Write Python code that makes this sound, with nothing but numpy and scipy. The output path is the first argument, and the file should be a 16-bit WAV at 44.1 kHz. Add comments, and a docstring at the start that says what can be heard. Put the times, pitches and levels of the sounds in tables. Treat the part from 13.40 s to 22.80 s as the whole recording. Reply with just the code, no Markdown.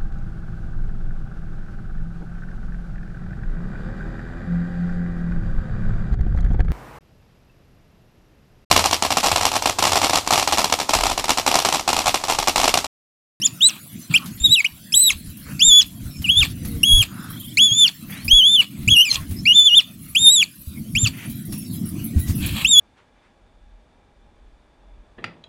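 """A short whistling squeal opens over thin outdoor hiss and wind: two small animals wrestle on dry dirt.
One squeals in arches of gliding harmonics that break into rasp, and gasps and wheezes as resonant noise.
Wind is lumpy low noise, with decaying sines where gusts bump the phone microphone; sharp ticks are noise bursts.
A faint far chatter is rising chirps, and an insect-like beat pulses the treble noise once the fight pauses.
The phone turns wind, hiss and treble down after loud squeals."""
import sys
import numpy as np
from scipy import signal
from scipy.io import wavfile
from scipy.ndimage import uniform_filter1d

SR = 44100
rng = np.random.default_rng(int(sys.argv[2]) if len(sys.argv) > 2 else 0)


def unload_wav(signal):
    """Save mono or channel-first audio to the path in sys.argv[1] as 16-bit WAV at rate SR, clipped to [-1, 1]."""
    wavfile.write(
        sys.argv[1],
        SR,
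        np.round(np.clip(np.atleast_2d(signal).T, -1, 1) * 32767).astype(np.int16),
    )


N = 414540  # length in samples
EDGE_HZ = 16050  # top of the band


def amp(db):
    """Decibels to gain."""
    return 10 ** (np.asarray(db) / 20)


def evened(x):
    """Scales to rms 1."""
    return x / np.sqrt(np.mean(x ** 2) + 1e-20)


def add(mix, s, sound):
    """Mixes a sound in place at s seconds, cut off at the end of the mix."""
    part = mix[round(s * SR):][:len(sound)]
    part += sound[:len(part)]


def read(points, hz):
    """Reads a spectrum table at the frequencies hz, straight lines over log frequency."""
    f, value = np.transpose(points)
    return np.interp(np.log(hz + 1), np.log(f + 1), value)


def wobble(length, size):
    """Slow random drift of rms 1, smoothed twice over size samples."""
    return evened(uniform_filter1d(uniform_filter1d(rng.standard_normal(length), size), size))


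def resonate(x, hz, width):
    """A steep resonance: shifts hz down to zero, smooths twice, shifts back."""
    turn = np.exp(2j * np.pi * np.cumsum(hz * np.ones(len(x))) / SR)
    r = np.exp(-np.pi * width / SR)
    smoothed = signal.lfilter([(1 - r) ** 2], [1, -2 * r, r * r], x / turn)
    return 2 * (turn * smoothed).real


def patchy(tone, size, patch_db, flicker_db):
    """Noise of a given spectrum with drifting patches and a flicker shared by all bins."""
    frames, hz = 4 * N // size + 5, np.fft.rfftfreq(size, 1 / SR)
    a, b, patches = rng.standard_normal((frames, len(hz), 3)).T
    patches = uniform_filter1d(patches, size=8, axis=0)  # across bins
    patches = evened(uniform_filter1d(patches, size=12, axis=1))  # across frames
    level_db = read(tone, hz)[:, None] + patch_db * patches + flicker_db * wobble(frames, size=4)
    spectrum = (a + 1j * b) * amp(level_db)
    return evened(signal.istft(spectrum, nperseg=size, noverlap=3 * size // 4)[1][:N])


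# Colour of the outdoor floor. Each row: frequency in Hz, relative density in dB per Hz.
HISS_SPECTRUM = [(260, -45), (450, -8), (697, -3), (806, -16.5), (1030, -5), (2030, -4), (3260, -1.5),
                 (5910, -6.5), (8200, -5), (10700, -25.5), (18000, -120)]


def hiss():
    """The blotchy outdoor floor: steady noise whose bands drift."""
    return amp(-47) * patchy(HISS_SPECTRUM, size=1024, patch_db=5.5, flicker_db=0.84)


# Wind on the microphone before the phone ducks it.
# Each row: time in seconds, level in dB, deep rumble against that level in dB.
WIND_LEVELS = [(0.0, -38.5, -19), (0.68, -42, -19), (0.71, -27.5, -36), (0.99, -40.5, -1), (1.1, -23.5, -9),
               (1.15, -45.5, -7), (3.4, -29, 2), (3.59, -33, 17.5), (3.77, -36.5, -12), (5.26, -37, -6),
               (5.5, -27, 4.5), (5.63, -45.5, -3), (5.91, -28.5, 3), (6.2, -43, 1.5), (7.02, -34, -8.5),
               (7.1, -46.5, -13.5), (7.67, -28, 5.5), (7.75, -34.5, -2.5), (8.67, -28, -11),
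               (8.77, -28.5, -3), (9.16, -28, 1.5), (9.4, -41, -4.5)]
# Colour of the wind's body. Each row: frequency in Hz, relative density in dB per Hz.
WIND_SPECTRUM = [(59, -43.5), (100, -2), (205, 1), (293, -7), (451, -32.5), (576, -38.5), (700, -33),
                 (910, -65), (1540, -120)]
# Colour of the deep rumble. Each row: frequency in Hz, relative density in dB per Hz.
RUMBLE_SPECTRUM = [(12, -23.5), (25, -11.5), (80, 1), (130, -10.5), (200, -45)]


def wind():
    """Lumpy low noise with a deeper, more unsteady rumble under it."""
    s, level_db, deep_db = np.transpose(WIND_LEVELS)
    t = np.arange(N) / SR
    body = patchy(WIND_SPECTRUM, size=2048, patch_db=1.0, flicker_db=0.5)
    deep = patchy(RUMBLE_SPECTRUM, size=2048, patch_db=1.0, flicker_db=7.5)
    gusts = amp(np.interp(t, s, level_db) + 2.9 * wobble(N, size=2500))
    return gusts * (body + amp(np.interp(t, s, deep_db)) * deep)


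# Gusts that bump the membrane. Each row: start in seconds, level in dB before the envelope, pitch in Hz.
GUST_BUMPS = [(0.701, -17, 154), (1.01, -18, 59.7), (1.099, -24, 124), (1.753, -23.5, 74),
              (2.279, -17, 21.5), (2.968, -17.5, 87), (3.536, 0.5, 30.2), (4.314, -19.5, 118),
              (4.931, -5.5, 27.5), (5.473, -9, 108), (5.901, -20, 88.3), (7.273, -20.5, 77),
              (7.632, -6.5, 109.3), (8.761, -4, 81.5)]
BUMP_T60_S = .13  # time to fall by 60 dB


def bumps():
    """Single gusts knock the membrane: each is a quickly decaying low sine."""
    out, t = np.zeros(N), np.arange(SR // 3) / SR
    for s, db, hz in GUST_BUMPS:
        envelope = amp(db - 60 * t / BUMP_T60_S) * (1 - np.exp(-t / 0.002))
        add(out, s, envelope * np.sin(2 * np.pi * hz * t))
    return out


CHATTER_S, CHIRP_GAP_S, CHIRPS = 3.882, 0.037, 7  # start, start-to-start spacing, count
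CHIRP_FROM_HZ, CHIRP_RISE_HZ = 3080, 560  # the rise shrinks away from the loudest place
CHATTER_DB, CHATTER_ARCH_DB = -38, -10  # level at the loudest place, change away from it


def chatter():
    """A faint far run of whistled chirps, each sliding up, loudest past its middle."""
    out, u = np.zeros(N), np.linspace(0, 1, SR // 26)
    for k in range(CHIRPS):
        off = (k / CHIRPS - .55) ** 2 / 0.32  # how far from the loudest place
        hz = CHIRP_FROM_HZ + CHIRP_RISE_HZ * (1 - .4 * off) * u ** 1.3
        hz = hz * (1 + 0.021 * wobble(len(u), size=80))
        swell = amp(CHATTER_DB + CHATTER_ARCH_DB * off) * np.sin(np.pi * u)
        add(out, CHATTER_S + k * CHIRP_GAP_S, swell * np.sin(2 * np.pi * np.cumsum(hz) / SR))
    return out


BEAT_FROM_S, BEAT_PERIOD_S, BEATS = 8.176, .155, 7
BEAT_DB, BEAT_RISE_S, BEAT_FALL_S = -32, 0.0022, .022  # level before the envelope, time constants


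def insect_beat():
    """Strength of the steady insect-like beat: fast-rising pulses of slightly uneven level."""
    strength, t = np.zeros(N), np.arange(SR // 10) / SR
    envelope = np.exp(-t / BEAT_FALL_S) * (1 - np.exp(-t / BEAT_RISE_S))
    for k, chance in enumerate(rng.standard_normal(BEATS)):
        add(strength, BEAT_FROM_S + k * BEAT_PERIOD_S, amp(BEAT_DB + 1.2 * chance) * envelope)
    return strength


# Sharp treble ticks, some insect-like, some with a broad lower click.
# Each row: start in seconds, strength in dB before trims and envelopes, low part against it in dB.
SHARP_TICKS = [(.5184, -41, -0.5), (0.859, -32.5, 6.5), (1.77, -35, -9), (1.9704, -36, -6),
               (2.819, -29.5, 2), (3.249, -30.5, 2.5), (3.902, -32, -9), (3.9982, -33, -21),
               (4.0437, -35, -11), (4.704, -38, -9), (4.8456, -28, -6), (5.9094, -34.5, 2),
               (7.897, -25, -10), (8.0516, -34, -20), (8.1238, -23.5, -3), (8.4546, -29, -18),
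               (8.79, -35, -27), (9.0613, -25, -4)]


def ticks():
    """Strengths of the sharp ticks: a short hissing tail in the treble and a broad lower click."""
    tails, clicks, t = np.zeros(N), np.zeros(N), np.arange(SR // 10) / SR
    for s, db, low_db in SHARP_TICKS:
        add(tails, s, amp(db - 4.5) * np.exp(-t / 0.019) * (1 - np.exp(-t / 0.0005)))
        add(clicks, s, amp(db + low_db - 9.0) * np.exp(-t / 0.032))
    return tails, clicks


# Colour of the treble bed. Each row: frequency in Hz, relative density in dB per Hz.
SIZZLE_SPECTRUM = [(7000, -41), (8400, -13), (10000, -1), (11500, -2.5), (13500, -3.5), (15500, -6),
                   (17000, -12.5)]


def sizzle():
    """Flickering treble noise, swelled by the insect-like beat and the ticks, plus the ticks' lower clicks."""
    bed = patchy(SIZZLE_SPECTRUM, size=256, patch_db=4.5, flicker_db=-1.0)
    floor = amp(-45 + 2.4 * wobble(N, size=2000))
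    tails, clicks = ticks()
    click_noise = evened(resonate(rng.standard_normal(N), 3800, 10700))
    return (floor + insect_beat() + tails) * bed + clicks * click_noise


# Airway of the rasp and the gasps. Each row: resonance in Hz, width in Hz, level in dB.
AIRWAY_RESONANCES = [(1200, 600, -11), (1800, 500, -12), (2550, 800, 0), (3050, 800, 0), (3650, 1100, -4),
                     (5000, 1200, -16), (7300, 3200, -7), (11000, 4500, -10)]


def turbulence(length, factor, chest_db):
    """Rushing air coloured by the airway; chest_db lifts or sinks the lowest resonance."""
    air = rng.standard_normal(length)
    bands = [amp(db) * evened(resonate(air, hz * factor, width)) for hz, width, db in AIRWAY_RESONANCES]
    return evened(amp(chest_db) * bands[0] + sum(bands[1:]))


# Thin wheezes and far bird-like glides.
# Each row: start in seconds, end in seconds, first pitch in Hz, last pitch in Hz, level in dB before fades.
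WHEEZE_GLIDES = [(0.79, 0.847, 1188, 1040, -41.5), (2.68, 2.853, 5400, 5260, -48.5),
                 (3.104, 3.73, 546, 335, -52.5), (4.705, 4.863, 3160, 4710, -44.5),
                 (5.751, 5.81, 1150, 1034, -42), (5.96, 6.018, 4960, 5430, -40.5),
                 (8.065, 8.32, 5640, 5320, -51), (8.24, 8.416, 4800, 3720, -53),
                 (8.711, 8.963, 1870, 2010, -51.5), (8.75, 8.897, 3900, 3900, -52),
                 (8.976, 9.025, 2570, 2720, -43.5)]


def wheezes():
    """Narrow resonances gliding through noise give thin breathy whistles."""
    out = np.zeros(N)
    for s, end, from_hz, to_hz, db in WHEEZE_GLIDES:
        count = round((end - s) * SR)
        glide_hz = np.linspace(from_hz, to_hz, count)
        whistle = resonate(rng.standard_normal(count), glide_hz, 0.027 * from_hz)
        add(out, s, amp(db) * evened(whistle) * signal.windows.tukey(count, .5))
    return out


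# Gasps for air. Each row: start in seconds, length in seconds, level in dB before the swell,
# factor on the airway's resonant frequencies, chest resonance in dB.
GASP_BREATHS = [(0.301, 0.098, -41, 1.07, 8), (0.696, 0.069, -33, 1.1, 6.5),
                (0.779, 0.098, -43.5, 1.06, 19), (0.973, 0.029, -43.5, 1.4, -13),
                (2.047, 0.11, -43.5, 0.53, 5.5), (2.68, 0.16, -66, 1.2, -18),
                (3.065, 0.074, -43.5, 1.47, 4), (3.661, 0.34, -43, 1.15, 29), (4.679, 0.17, -39, 0.77, -11),
                (5.289, 0.25, -51.5, 1.1, -1), (5.77, 0.09, -45, 0.63, -1), (7.709, 0.19, -41.5, 0.83, -25),
                (8.998, 0.15, -31, 1.05, -24), (9.127, 0.13, -27.5, 1.06, 3.5)]


def gasps():
    """Air rushes through the airway in single unsteady swells."""
    out = np.zeros(N)
    for s, length, db, factor, chest_db in GASP_BREATHS:
        count = round(length * SR)
        swell = np.sin(np.pi * np.arange(count) / count) ** 0.78
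        swell = swell * amp(1.8 * wobble(count, size=300))
        add(out, s, amp(db) * swell * turbulence(count, factor, chest_db))
    return out


# Third and higher harmonics against the voice, by where they fall in the mouth.
# Each row: frequency in Hz, level in dB.
UPPER_MOUTH = [(3000, -23), (5000, -13.5), (7500, -15.5), (8300, -30), (9000, -45.5), (10800, -18.5),
               (13000, -40.5), (15000, -44)]
# The second harmonic by where it falls in the mouth. Each row: frequency in Hz, level in dB.
SECOND_MOUTH = [(3000, -18), (4000, -14), (4800, -23), (5500, -21.5), (6100, -28.5), (6700, -18.5),
                (7400, -8), (8200, 0)]
# The second harmonic follows this share of the fundamental's swing about a loud squeal.
LOUD_DB, FOLLOW = -10.5, 0.067
ONSET_DB, ONSET_S = 6, .02  # the second harmonic starts strong, then settles
# Pitch waver (share) and rasp time constant (s) grow with roughness.
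WAVER, ROUGH_WAVER, RASP_S, ROUGH_RASP_S = 0.002, 0.018, 0.0055, 0.021
HALF_LINES = .9  # slack, rough folds alternate strong and weak cycles


def squeal(rows, second_db, drift_db, upper_db, rasp_db, rough):
    """A whistling stack of harmonics that breaks into rasp as the folds let go."""
    s, *columns = np.transpose(rows)
    t = np.arange(s[0], s[-1] + 0.074, 1 / SR)
    hz, first_db = (np.interp(t, s, c) for c in columns)
    left, rough = s[-1] - t, np.clip(rough, 0, 1)

    # the folds let go towards the end, unless the squeal runs up to the end of the scene
    rasp_s = RASP_S + ROUGH_RASP_S * rough
    slack = np.exp(-np.maximum(left - .015, 0) / rasp_s) * (s[-1] < N / SR - 1 / 100)

    hz = uniform_filter1d(hz, size=300)
    second_db = second_db + read(SECOND_MOUTH, 2 * hz) + FOLLOW * (first_db - LOUD_DB)
    second_db += drift_db * np.linspace(-.5, .5, len(t))
    second_db += ONSET_DB * np.exp(-(t - s[0]) / ONSET_S)
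    hz = hz * (1 + (WAVER + ROUGH_WAVER * rough + 0.053 * slack) * wobble(len(t), size=150))
    turn = 2 * np.pi * np.cumsum(hz) / SR

    shimmer_db = (.9 + 3 * slack) * wobble(len(t), size=120)
    flutter_db = 4 * (.5 + rough + slack) * wobble(len(t), size=200)
    voice = amp(first_db + shimmer_db) * np.sin(turn)
    voice += amp(second_db + flutter_db) * np.sin(2 * turn)

    effort_db = uniform_filter1d(np.maximum(first_db, second_db), size=900)
    for k in range(3, 7):  # the upper harmonics flutter
        flutter = amp(2.5 * wobble(len(t), size=90)) * (k * hz < EDGE_HZ)
        voice += amp(effort_db + upper_db + read(UPPER_MOUTH, k * hz)) * flutter * np.sin(k * turn)
    voice *= 1 + HALF_LINES * rough * slack * np.cos(turn / 2)

    # a faint narrow treble hiss follows the squeal's loudness
    voice += amp(effort_db - 33) * evened(resonate(rng.standard_normal(len(t)), 10900, 900))
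    voice *= np.sqrt(2) * np.clip(np.minimum(left, t - s[0]) / 0.0013, 0, 1)

    # air leaks faintly all along, and rasps as the folds slacken
    rasp = (amp(-47.5) + amp(rasp_db) * slack) * np.exp(-np.maximum(-left, 0) / 0.015)
    rasp = rasp * amp(2.63 * wobble(len(t), size=120))
    return s[0], voice + rasp * turbulence(len(t), 1.098, 0.)


# One contour a squeal. Each row of a contour: time in seconds, pitch in Hz, fundamental in dB.
SQUEAL_CONTOURS = [
    [(0.016, 2645, -35), (0.028, 2950, -21.5), (0.056, 3700, -20.5), (0.063, 3650, -28), (0.069, 2900, -30),
     (0.078, 2450, -43)],
    [(0.205, 2550, -44), (0.209, 2860, -19.5), (0.229, 3690, -9.5), (0.249, 3900, -9), (0.268, 4004, -10),
     (0.281, 4100, -31), (0.297, 2674, -29), (0.306, 2600, -48)],
    [(0.738, 2470, -38), (0.742, 2316, -9), (0.766, 3040, -11.5), (0.778, 2610, -21.5), (0.786, 2150, -47)],
    [(1.0, 3610, -40), (1.03, 3680, -38), (1.046, 3775, -8.5), (1.06, 3830, -6.5), (1.084, 3390, -26.5),
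     (1.105, 3720, -19.5), (1.128, 3950, -6), (1.146, 3876, -10.5), (1.164, 2880, -17),
     (1.206, 2340, -14.5), (1.222, 2340, -46)],
    [(1.243, 1980, -28), (1.249, 2310, -10.5), (1.261, 2950, -23), (1.273, 2700, -30)],
    [(1.522, 2426, -25.5), (1.536, 2786, -39), (1.542, 3250, -9), (1.556, 3890, -19.5), (1.608, 4000, -29),
     (1.62, 4070, -22), (1.684, 3800, -12), (1.688, 3790, -19), (1.706, 2480, -15), (1.73, 1555, -73)],
    [(2.193, 2173, -35.5), (2.213, 2860, -14.5), (2.225, 3370, -5.5), (2.249, 3634, -18.5),
     (2.283, 3684, -13), (2.321, 3375, -7.5), (2.387, 3454, -7), (2.403, 3360, -7.5), (2.421, 2780, -32),
     (2.431, 1710, -42)],
    [(2.842, 3000, -26), (2.85, 2910, -18.5), (2.874, 2300, -30.5), (2.902, 3040, -6), (2.91, 3320, -13.5),
     (2.952, 3300, -22.5), (2.976, 3523, -8.5), (3.004, 3546, -14), (3.034, 2316, -13.5),
     (3.056, 1620, -61)],
    [(3.431, 2750, -25), (3.437, 2770, -5), (3.447, 3170, -18), (3.465, 3335, -17), (3.523, 3320, -8),
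     (3.591, 3360, -15.5), (3.613, 3206, -11.5), (3.641, 2250, -36)],
    [(4.171, 1930, -38), (4.175, 2237, -15), (4.205, 3280, -9.5), (4.235, 3437, -9), (4.261, 3464, -12.5),
     (4.303, 3220, -21), (4.326, 3320, -14.5), (4.35, 3450, -25.5), (4.389, 3553, -13.5),
     (4.443, 3462, -7.5), (4.465, 2800, -15), (4.475, 2610, -27.5), (4.495, 1530, -49)],
    [(4.88, 2375, -23), (4.885, 2470, -19), (4.898, 2840, -30.5), (4.916, 3230, -6), (4.952, 3394, -10),
     (4.992, 3356, -7.5), (5.018, 2943, -12.5), (5.066, 3403, -10), (5.122, 3562, -14.5), (5.156, 3524, -9),
     (5.174, 3094, -17), (5.206, 2850, -7), (5.232, 1910, -46)],
    [(5.477, 2307, -20), (5.489, 2700, -8.5), (5.499, 3270, -25), (5.513, 3370, -9), (5.541, 3200, -9.5),
     (5.549, 2970, -15.5), (5.571, 2785, -9.5), (5.615, 2903, -7.5), (5.635, 3210, -18), (5.657, 2610, -24),
     (5.689, 2384, -23), (5.7, 2174, -38), (5.733, 2040, -47), (5.761, 1576, -64)],
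    [(6.054, 2120, -28.5), (6.062, 2337, -14.5), (6.08, 2820, -10), (6.122, 2913, -8.5),
     (6.138, 3350, -25.5), (6.158, 3575, -10.5), (6.195, 3510, -4.5), (6.24, 3493, -17.5),
     (6.274, 3490, -5.5), (6.3, 2834, -19), (6.342, 2913, -8), (6.36, 3590, -14), (6.382, 3594, -1),
     (6.402, 2840, -18), (6.416, 1920, -56.5)],
    [(6.749, 2364, -27.5), (6.753, 2396, -16.5), (6.769, 3190, -10), (6.795, 3624, -24),
     (6.847, 3710, -11.5), (6.881, 3592, -1), (6.921, 3866, -17.5), (6.945, 3910, -18),
     (6.976, 3520, -14.5), (7.009, 3320, -13.5), (7.029, 2510, -15), (7.044, 2296, -48)],
    [(7.551, 2160, -21.5), (7.558, 2440, -17.5), (7.579, 3190, -15), (7.593, 3560, -33), (7.631, 3680, -39),
     (7.647, 3510, -23), (7.665, 2520, -15.5), (7.685, 2170, -44)],
    [(9.245, 2660, -50), (9.249, 2526, -6.5), (9.275, 3550, -24), (9.293, 3720, -24.5),
     (9.313, 3683, -14.5), (9.367, 3350, -8.5), (9.397, 3430, -3)],
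]
# Voice colour of each squeal in turn. Each row: second harmonic in dB, its drift from start to end in dB,
# upper harmonics in dB, closing rasp in dB, roughness from 0 to 1.
SQUEAL_COLOURS = [(-7, -4, 8, -39, 0), (-9, 17.5, -9, -33, 0.08), (-13, 0, 5, -45, .1),
                  (-20, 8.5, 1.5, -48, 0), (-23, -12, -1, -69, 0), (-13.5, -15, 14.5, -35, 0.3),
                  (-1, 5, .5, -34.5, .15), (-19, 18, 2, -27.5, .45), (-12, -2.5, 16.5, -30, 0.11),
                  (-7.5, 0, 2.5, -36.5, .25), (-15.5, -19.5, 0, -33, 0.1), (-6.5, 6, 7, -30, 0.92),
                  (-12.5, -5, -13, -39, 0.08), (-9.5, 9, 7.5, -42, .05), (-5.5, 22, 3, -33.5, 0.3),
                  (-3, 30, 2.5, -34, 0.2)]


def squeals():
    """The run of squeals, each a pitch contour sung with its own colour."""
    out = np.zeros(N)
    for rows, colour in zip(SQUEAL_CONTOURS, SQUEAL_COLOURS):
        add(out, *squeal(rows, *colour))
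    return out


def animal():
    """Squeals, gasps and wheezes, with a brief decaying scatter from the ground around."""
    voices = squeals() + gasps() + wheezes()
    t = np.arange(SR // 3) / SR
    scatter = rng.standard_normal(len(t)) * amp(-60 * t / 0.27) * (t > .004)
    scatter /= np.linalg.norm(scatter)
    return voices + amp(-25.5) * signal.oaconvolve(voices, scatter)[:N]


def ducking(x, fall_db, above_db):
    """Decibels by which x was lately over a threshold, smoothed; the held level sinks fall_db a second."""
    power_db = 10 * np.log10(abs(uniform_filter1d(x ** 2, size=800)) + 1e-12)
    fall = np.arange(N) * fall_db / SR
    held_db = np.maximum.accumulate(power_db + fall) - fall
    return signal.lfilter([.0004], [1, -.9996], np.maximum(held_db - above_db, 0))


def scene():
    """All sources at the one microphone; the phone turns the background down after loud squeals."""
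    voices = animal()
    slow_db = ducking(voices, fall_db=6, above_db=-15.0)
    quick_db = ducking(voices, fall_db=40, above_db=-21)
    background = amp(-.4 * quick_db) * wind()
    background += amp(-.6 * slow_db) * hiss()
    background += amp(-.45 * slow_db) * sizzle()
    return (background + chatter() + bumps() + voices)[None]


def record(dry):
    """A soft ceiling rounds off the peaks, then a steep lowpass limits the band."""
    ceiling = .72
    held = dry / (1 + abs(dry / ceiling) ** 6) ** (1 / 6)
    lowpass = signal.firwin(511, EDGE_HZ, window=("kaiser", 9), fs=SR)
    return signal.oaconvolve(held, lowpass[None], "same")


dry = scene()
out = record(dry)
unload_wav(out)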